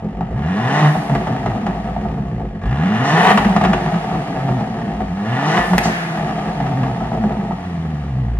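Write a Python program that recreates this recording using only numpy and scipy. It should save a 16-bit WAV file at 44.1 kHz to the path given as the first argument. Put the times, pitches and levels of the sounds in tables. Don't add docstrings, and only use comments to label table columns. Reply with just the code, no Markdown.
import sys
import numpy as np
from scipy import signal
from scipy.fft import rfft, irfft, next_fast_len
from scipy.io import wavfile
from scipy.ndimage import uniform_filter1d

SR = 44100
rng = np.random.default_rng(int(sys.argv[2]) if len(sys.argv) > 2 else 0)


def transcribe(signal):
    frames = np.atleast_2d(signal).T
    limited = np.clip(frames, -1, 1)
    pcm = np.round(limited * 32767).astype(np.int16)
    wavfile.write(sys.argv[1], SR, pcm)


N = 369999
TIME = np.arange(N) / SR
REF_HZ = 100
FIRST_LOAD = 0.45
EVEN_SCATTER_DB = 4.5

# f/Hz, width/Hz, level/dB
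LONG_MODES = [(54.4, 4.3, 2.5), (129.3, 5.6, 0), (173, 16.6, 4.5), (204.7, 10.6, 4.5), (262.1, 10.3, -4.5),
              (370.8, 14.8, -5.5), (452, 54, -5.5), (510.4, 28, -8)]
# f/Hz, width/Hz, level/dB
TIP_MODES = [(433, 110, 0.5), (820, 210, 9.5), (1000, 36, 3.5), (1191, 73, -1.5), (1402, 38, 3),
             (1702, 56, 8), (1830, 55, 3.5), (2392, 43, -5), (2756, 70, -2), (2950, 72, -5),
             (3440, 110, -6), (3880, 93, -10), (5710, 600, -10.5)]
# f/Hz, level/dB
PUFF_SPECTRUM = [(330, -5), (470, 5), (600, -27.5), (850, 6), (1200, 5), (1560, -2.5), (1780, 3.5),
                 (1950, 0), (2300, -7), (2900, -8.5), (3900, -18), (5900, -23), (8000, -26.5),
                 (13000, -37.5)]


def engine(start_hz=45.69, final_hz=53.9, spin_power=1.2, boost_power=2.75):
    # t/s, spin-up/s, held/s, pedal travel/s, release/s, hang/s, start f/Hz, top f/Hz
    revs = [(.3, .465, .56, .13, .05, .1, 52, 151), (2.605, .713, .713, .03, .016, .08, 44, 204),
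            (5.12, .46, .47, .22, .06, .26, 89, 176)]
    depths = [0.87, 1.31, 0.96]
    points, load = [(0, start_hz)], np.zeros(N)
    ramp = np.linspace(0, 1, 20)
    ends = [(rev[0], rev[-2]) for rev in revs[1:]] + [(TIME[-1], final_hz)]
    for rev, (end_s, end_hz), depth in zip(revs, ends, depths):
        s, climb_s, held_s, travel_s, release_s, hang_s, low_hz, top_hz = rev
        points += zip(s + climb_s * ramp, low_hz + (top_hz - low_hz) * ramp ** spin_power)
        coast_s = s + held_s + hang_s
        points += [(coast_s, top_hz), (end_s, end_hz)]
        age_s = TIME - s
        pedal = np.clip(age_s / travel_s, 0, 1) * np.exp(-np.maximum(age_s - held_s, 0) / release_s)
        boost = np.clip(age_s / climb_s, 0, 1) ** boost_power
        load += depth * pedal * (FIRST_LOAD + (1 - FIRST_LOAD) * boost)
    return np.interp(TIME, *np.transpose(points)), load


def drone(state, phase, scatter_db, bloom_hz=240, whump_hz=170, whump_octaves=0.51):
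    # base/dB, speed/dB per octave, load/dB, afterfire/dB
    law = (0, -1.5, 5.5, -6)
    # f/Hz, level/dB
    pipe = [(45, -42), (54, -17.5), (62, -28), (80, -29.5), (90, -32.5), (101, -42.5), (115, -25),
            (128, -22), (140, -29.5), (153, -23.5), (176, -27), (195, -26), (212, -23), (240, -29.5),
            (268, -26.5), (300, -27), (360, -29.5)]
    hz, _, burn = state
    lumps_db = 7 * burn * np.minimum(hz / REF_HZ, 1) ** 2 * drift(17)
    drive_db = level_db(law, state) + lumps_db
    angle = 2 * np.pi * (phase + 0.039 * (scatter_db - EVEN_SCATTER_DB / 2) * drift(45))
    out, swells = 0, whumps()
    for k, order_db in enumerate([0, -2, -12, -16, -20], 1):
        bloom = 1 if k == 1 else 0.76 + 0.69 / (1 + (k * hz / bloom_hz) ** 8)
        pipe_db = curve_db(pipe, min(k, 2) * hz)
        tone = bloom * undb(drive_db + pipe_db + order_db + 0.88 * scatter_db * drift(35))
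        whump = swells * np.exp(-(np.log2(k * hz / whump_hz) / whump_octaves) ** 2)
        out += np.hypot(tone, whump) * np.sin(k * angle)
    return np.sqrt(2) * out


def whumps():
    # t/s, length/s, level/dB
    runs = [(0.46, 0.12, -18), (0.792, 0.15, -9), (1.089, 0.081, -10.5), (1.274, 0.11, -15),
            (1.43, 0.054, -22), (2.16, 0.1, -22.5), (2.752, 0.32, -14.5), (3.128, 0.044, -13),
            (3.334, 0.047, -8.5), (3.455, 0.024, -4.5), (3.485, .048, -10), (3.54, 0.041, -14),
            (3.617, 0.12, -11.5), (3.848, 0.042, -17.5), (3.92, 0.078, -15), (4.127, 0.04, -22),
            (4.36, 0.29, -16), (4.746, 0.08, -26), (4.89, 0.05, -31), (5.699, 0.076, -9.5),
            (6.228, 0.04, -20), (6.543, 0.25, -18.5), (6.725, 0.2, -13.5), (6.995, 0.12, -21.5),
            (7.18, 0.11, -14), (7.366, 0.046, -18), (7.49, 0.036, -19)]
    out = np.zeros(N)
    for s, length_s, db in runs:
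        add(out, s, undb(db) * np.hanning(int(length_s * SR)) ** 0.5)
    return out


def firings(state, phase, scatter_db, jitter_s_per_db=0.000201, sputter_db=2.5, gas_share=0.065):
    cylinder_db = [0, -2.5, -0.4, -0.14]
    # base/dB, speed/dB per octave, load/dB, afterfire/dB
    bark_law = (-35, 6.5, 11.5, 5.5)
    rasp_law = (-38, 7, 15, 0.5)
    _, _, burn = state
    even_s = np.interp(np.arange(int(phase[-1]) + 1), phase, TIME)
    size_draw, time_draw = rng.standard_normal((len(even_s), 2)).T
    spread_db = np.interp(even_s, TIME, scatter_db)
    cylinders = undb(np.resize(cylinder_db, len(even_s)))
    sizes = cylinders * undb(spread_db * np.tanh(size_draw))
    uneven_s = even_s + jitter_s_per_db * (spread_db - 0.75 * EVEN_SCATTER_DB) * time_draw
    clumps_db = sputter_db * burn * drift(28)
    lumps = pulses(uneven_s, sizes - uniform_filter1d(sizes, size=9))
    strengths = sizes ** 0.48
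    puffs = strengths[phase.astype(int)] * np.exp(-(phase % 1)) * rng.standard_normal(N)
    kicks = pulses(uneven_s, strengths) + gas_share * puffs
    bark = undb(level_db(bark_law, state) + clumps_db) * steady(ring(kicks, tailpipe(rise_s=0.0013)))
    rasp = undb(level_db(rasp_law, state) + clumps_db / 2) * steady(ring(puffs, colour(PUFF_SPECTRUM)))
    out = undb(clumps_db) * burble(lumps, state) + bark + rasp
    return out + snarl(pulses(even_s, cylinders), puffs, state)


def tailpipe(rise_s, low_hz=620):
    # f/Hz, width/Hz, level/dB
    short_modes = [(664, 14, -3), (702, 22, 7), (745, 42, 4), (805, 42, 2), (872, 30, 0), (1060, 200, -12),
                   (1150, 26, -11), (1223, 20, -12), (1290, 19, -6)]
    return signal.sosfilt(highpass(4, low_hz), modes(short_modes, top_hz=1420, rise_s=rise_s))


def snarl(train, puffs, state, roughness=0.33):
    # base/dB, speed/dB per octave, load/dB, afterfire/dB
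    law = (-37, 6.5, 11, -8.5)
    hz, load, burn = state
    fronts = steady(train) + (roughness * hz / REF_HZ + burn) * steady(puffs)
    throttle = np.clip(0.078 + load / FIRST_LOAD, 0, 1)
    clock = np.cumsum(1 + 0.029 * np.log2(hz / REF_HZ) + 0.03 * load)
    ticks = np.arange(int(clock[-1]) + 1)
    tip = ring(np.interp(ticks, clock, fronts), modes(TIP_MODES, top_hz=6800, rise_s=0.0026))
    return undb(level_db(law, state)) * throttle * steady(np.interp(clock, ticks, tip))


def afterfire(fade_s=0.19):
    # t/s, length/s, strength
    spells = [(-.1, .48, .9), (.97, 1.58, .95), (3.36, 1.7, 1.0), (5.7, .22, .9), (6.14, 1.42, 1.05)]
    burn = sum(strength * ((TIME >= s) & (TIME < s + length_s)) for s, length_s, strength in spells)
    return uniform_filter1d(burn, int(fade_s * SR))


def burble(lumps, state, deep_db=5):
    # base/dB, speed/dB per octave, load/dB, afterfire/dB
    law = (-33, -1, 10.5, 8)
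    hz, _, burn = state
    deep = ring(lumps * burn, modes(LONG_MODES[:1], top_hz=300, rise_s=0.04))
    deep *= undb(deep_db) * np.minimum(REF_HZ / hz, 1) ** 3
    upper = ring(lumps, modes(LONG_MODES[1:], top_hz=587, rise_s=0.0075))
    return undb(level_db(law, state)) * steady(deep + upper)


def pops():
    # t/s, relative body level/dB, relative crack level/dB
    ignitions = [(0.208, -15.5, -42), (0.952, -11.5, -47), (1.096, -15, -34), (1.151, -11, -28),
                 (1.27, -15, -33.5), (1.363, -23, -38), (1.46, -12, -29.5), (1.56, -27, -56),
                 (1.666, -16.5, -32), (1.856, -24, -76), (1.963, -17, -52), (2.054, -19.5, -59),
                 (2.173, -22.5, -61), (2.403, -26, -63), (3.375, -12, -16.5), (3.412, -18, -35),
                 (3.447, -12, -24.5), (3.563, -11, -22.5), (3.612, -11, -25.5), (3.638, -10, -22.5),
                 (3.649, -12, -22), (3.732, -9.5, -21), (3.824, -25, -47), (3.861, -15.5, -33),
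                 (3.941, -20.5, -32), (4.114, -18, -41), (4.15, -17, -37), (4.489, -16.5, -38),
                 (4.607, -20.5, -46), (4.817, -20.5, -38), (5.004, -15, -38), (5.581, -13, -37),
                 (5.733, -10.5, -26), (5.855, -10.5, -27), (5.868, -21, -37), (5.882, -16, -33),
                 (6.174, -19.5, -34.5), (6.28, -24, -36.5), (6.383, -22, -39), (6.474, -19.5, -39),
                 (6.601, -18, -35), (6.666, -26, -36), (6.833, -22, -31.5), (7.008, -17.5, -53),
                 (7.117, -16, -52), (7.173, -18, -62), (7.238, -18.5, -48.5), (7.306, -16, -53),
                 (7.508, -16, -44)]
    thump = modes(LONG_MODES, top_hz=510, rise_s=0.0056)
    bark, crack = tailpipe(rise_s=0.00064), colour(PUFF_SPECTRUM)
    tip = modes(TIP_MODES, top_hz=5500, rise_s=0.0005)
    out = np.zeros(N)
    for s, body_db, crack_db in ignitions:
        add(out, s, undb(body_db - 8) * burst(thump, decay_s=0.021, grit=0.019))
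        add(out, s, undb(body_db - 7.5) * burst(bark, decay_s=0.01, grit=0.05))
        add(out, s, undb(crack_db + 2.5) * burst(crack, decay_s=0.01, grit=0.22))
        add(out, s, undb(crack_db - 4) * burst(tip, decay_s=0.019, grit=0.24))
    return out


def bangs(gain_db=-15):
    # t/s, relative level/dB
    detonations = [(3.382, -15), (5.781, 1.5), (5.788, -6)]
    shock = colour([(300, 11.5), (2000, 5), (3300, -3), (4500, -8), (13000, -8)])
    out = np.zeros(N)
    for s, db in detonations:
        add(out, s, undb(db + gain_db) * burst(shock, decay_s=0.0017, grit=0.58))
    return out


def jet(state):
    # f/Hz, level/dB
    spectrum = [(1500, 1.5), (2800, -0.5), (5500, -6.5), (8500, -10.5), (11500, -9.5), (13000, -34.5)]
    # base/dB, speed/dB per octave, load/dB, afterfire/dB
    law = (-51.5, 11.5, 0.5, -2.6)
    # t/s, relative level/dB, decay/s, centre f/Hz
    rushes = [(0.69, -27, 0.061, 5700), (0.76, -30.5, 0.13, 10800), (5.42, -24, 0.064, 5750),
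              (3.018, -21.5, 0.057, 5770), (3.14, -24, 0.096, 10600), (5.478, -27, 0.18, 10800),
              (5.824, -14, 0.018, 6400), (5.828, -17.5, 0.099, 1670)]
    out = undb(level_db(law, state)) * steady(ring(rng.standard_normal(N), colour(spectrum)))
    for s, db, decay_s, hz in rushes:
        band = colour([(hz / 4, -12), (hz, 0), (hz * 1.67, -13), (hz * 4, -30)])
        air = ring(rng.standard_normal(SR), band)
        fade = np.exp(-TIME[:SR] / decay_s)
        add(out, s, undb(db) * air / air.std() * fade * (1 - fade) ** 2)
    return out


def bay(x, wet_db, near_db, t60_s=0.7, near_t60_s=0.065, quadrature_hz=3840, size=22000):
    f = np.fft.rfftfreq(next_fast_len(N + size), 1 / SR)
    allpass = np.exp(-2j * np.arctan(f / quadrature_hz))
    right = irfft(rfft(x, 2 * len(f) - 2) * allpass)[:N]
    t = TIME[:size]
    walls = colour([(230, -6), (700, -2), (1400, 3), (3000, 1), (12000, -11)])
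    decays = undb(-60 * t / np.array([[t60_s], [t60_s], [near_t60_s]]))
    tails = rng.standard_normal((3, size)) * decays * (t > 0.002)
    tails /= np.sqrt(np.sum(tails ** 2, axis=1, keepdims=True))
    *far, near = [ring(x, ring(tail, walls)) for tail in tails]
    return np.array([x, right]) + undb(wet_db) * np.array(far) + undb(near_db) * np.array([near, -near])


def level_db(law, state):
    base_db, speed_db, load_db, burn_db = law
    hz, load, burn = state
    return base_db + speed_db * np.log2(hz / REF_HZ) + load_db * load + burn_db * burn


def modes(table, top_hz, rise_s, size=9000):
    t = TIME[:size]
    rings = sum(undb(db) * width * np.exp(-np.pi * width * t) * np.cos(2 * np.pi * hz * t)
                for hz, width, db in table)
    lowpass = signal.butter(4, top_hz, fs=SR, output="sos")
    return signal.sosfilt(lowpass, rings * (1 - np.exp(-t / rise_s)) / SR)


def colour(points, size=2048):
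    f = np.fft.rfftfreq(size, 1 / SR) + 1
    gain = undb(curve_db(points, f)) * np.minimum(f / points[0][0], 1) ** 2
    cepstrum = irfft(np.log(gain))
    cepstrum[1:size // 2] *= 2
    cepstrum[size // 2 + 1:] = 0
    return irfft(np.exp(rfft(cepstrum)))


def curve_db(points, hz):
    points_hz, db = np.transpose(points)
    return np.interp(np.log(hz), np.log(points_hz), db)


def burst(response, decay_s, grit, size=5000):
    drive = grit * rng.standard_normal(size) * np.exp(-TIME[:size] / decay_s)
    drive[0] += 1
    sound = signal.fftconvolve(drive, response)
    return sound / np.sqrt(np.mean(sound[:SR // 50] ** 2))


def pulses(times_s, sizes):
    place = np.clip(times_s * SR, 0, N - 2)
    i = place.astype(int)
    return np.bincount(i, sizes * (1 - place + i), N) + np.bincount(i + 1, sizes * (place - i), N)


def steady(x, size=6000):
    power = uniform_filter1d(uniform_filter1d(x ** 2, size), size // 2)
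    return x / np.sqrt(np.abs(power) + 1e-14)


def drift(rate_hz):
    return np.interp(TIME * rate_hz, np.arange(1000), rng.uniform(-1, 1, 1000))


def ring(x, response):
    return signal.oaconvolve(x, response)[:len(x)]


def highpass(order, hz):
    return signal.butter(order, hz, "high", fs=SR, output="sos")


def add(out, s, sound):
    i = int(s * SR)
    out[i:i + len(sound)] += sound[:N - i]


def undb(db):
    return 10 ** (np.asarray(db) / 20)


def scene():
    hz, load = engine()
    burn = afterfire()
    state = hz, load, burn
    phase = np.cumsum(hz) / SR
    scatter_db = EVEN_SCATTER_DB + 3.5 * burn * np.minimum(hz / REF_HZ, 1) ** 3
    exhaust = drone(state, phase, scatter_db) + firings(state, phase, scatter_db) + pops()
    return (bay(exhaust, wet_db=-7, near_db=-9.5)
            + bay(jet(state), wet_db=3, near_db=7)
            + bay(bangs(), wet_db=-3.5, near_db=-10))


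def record(dry, mono_below_hz=340, low_hz=30, top_hz=13200):
    mid, side = (dry[0] + dry[1]) / 2, (dry[0] - dry[1]) / 2
    side = signal.sosfiltfilt(highpass(1, mono_below_hz), side)
    lean = signal.sosfilt(highpass(2, low_hz), [mid + side, mid - side])
    return signal.sosfilt(signal.ellip(8, 0.2, 85, top_hz, fs=SR, output="sos"), np.clip(lean, -1, 1))


dry = scene()
out = record(dry)
transcribe(out)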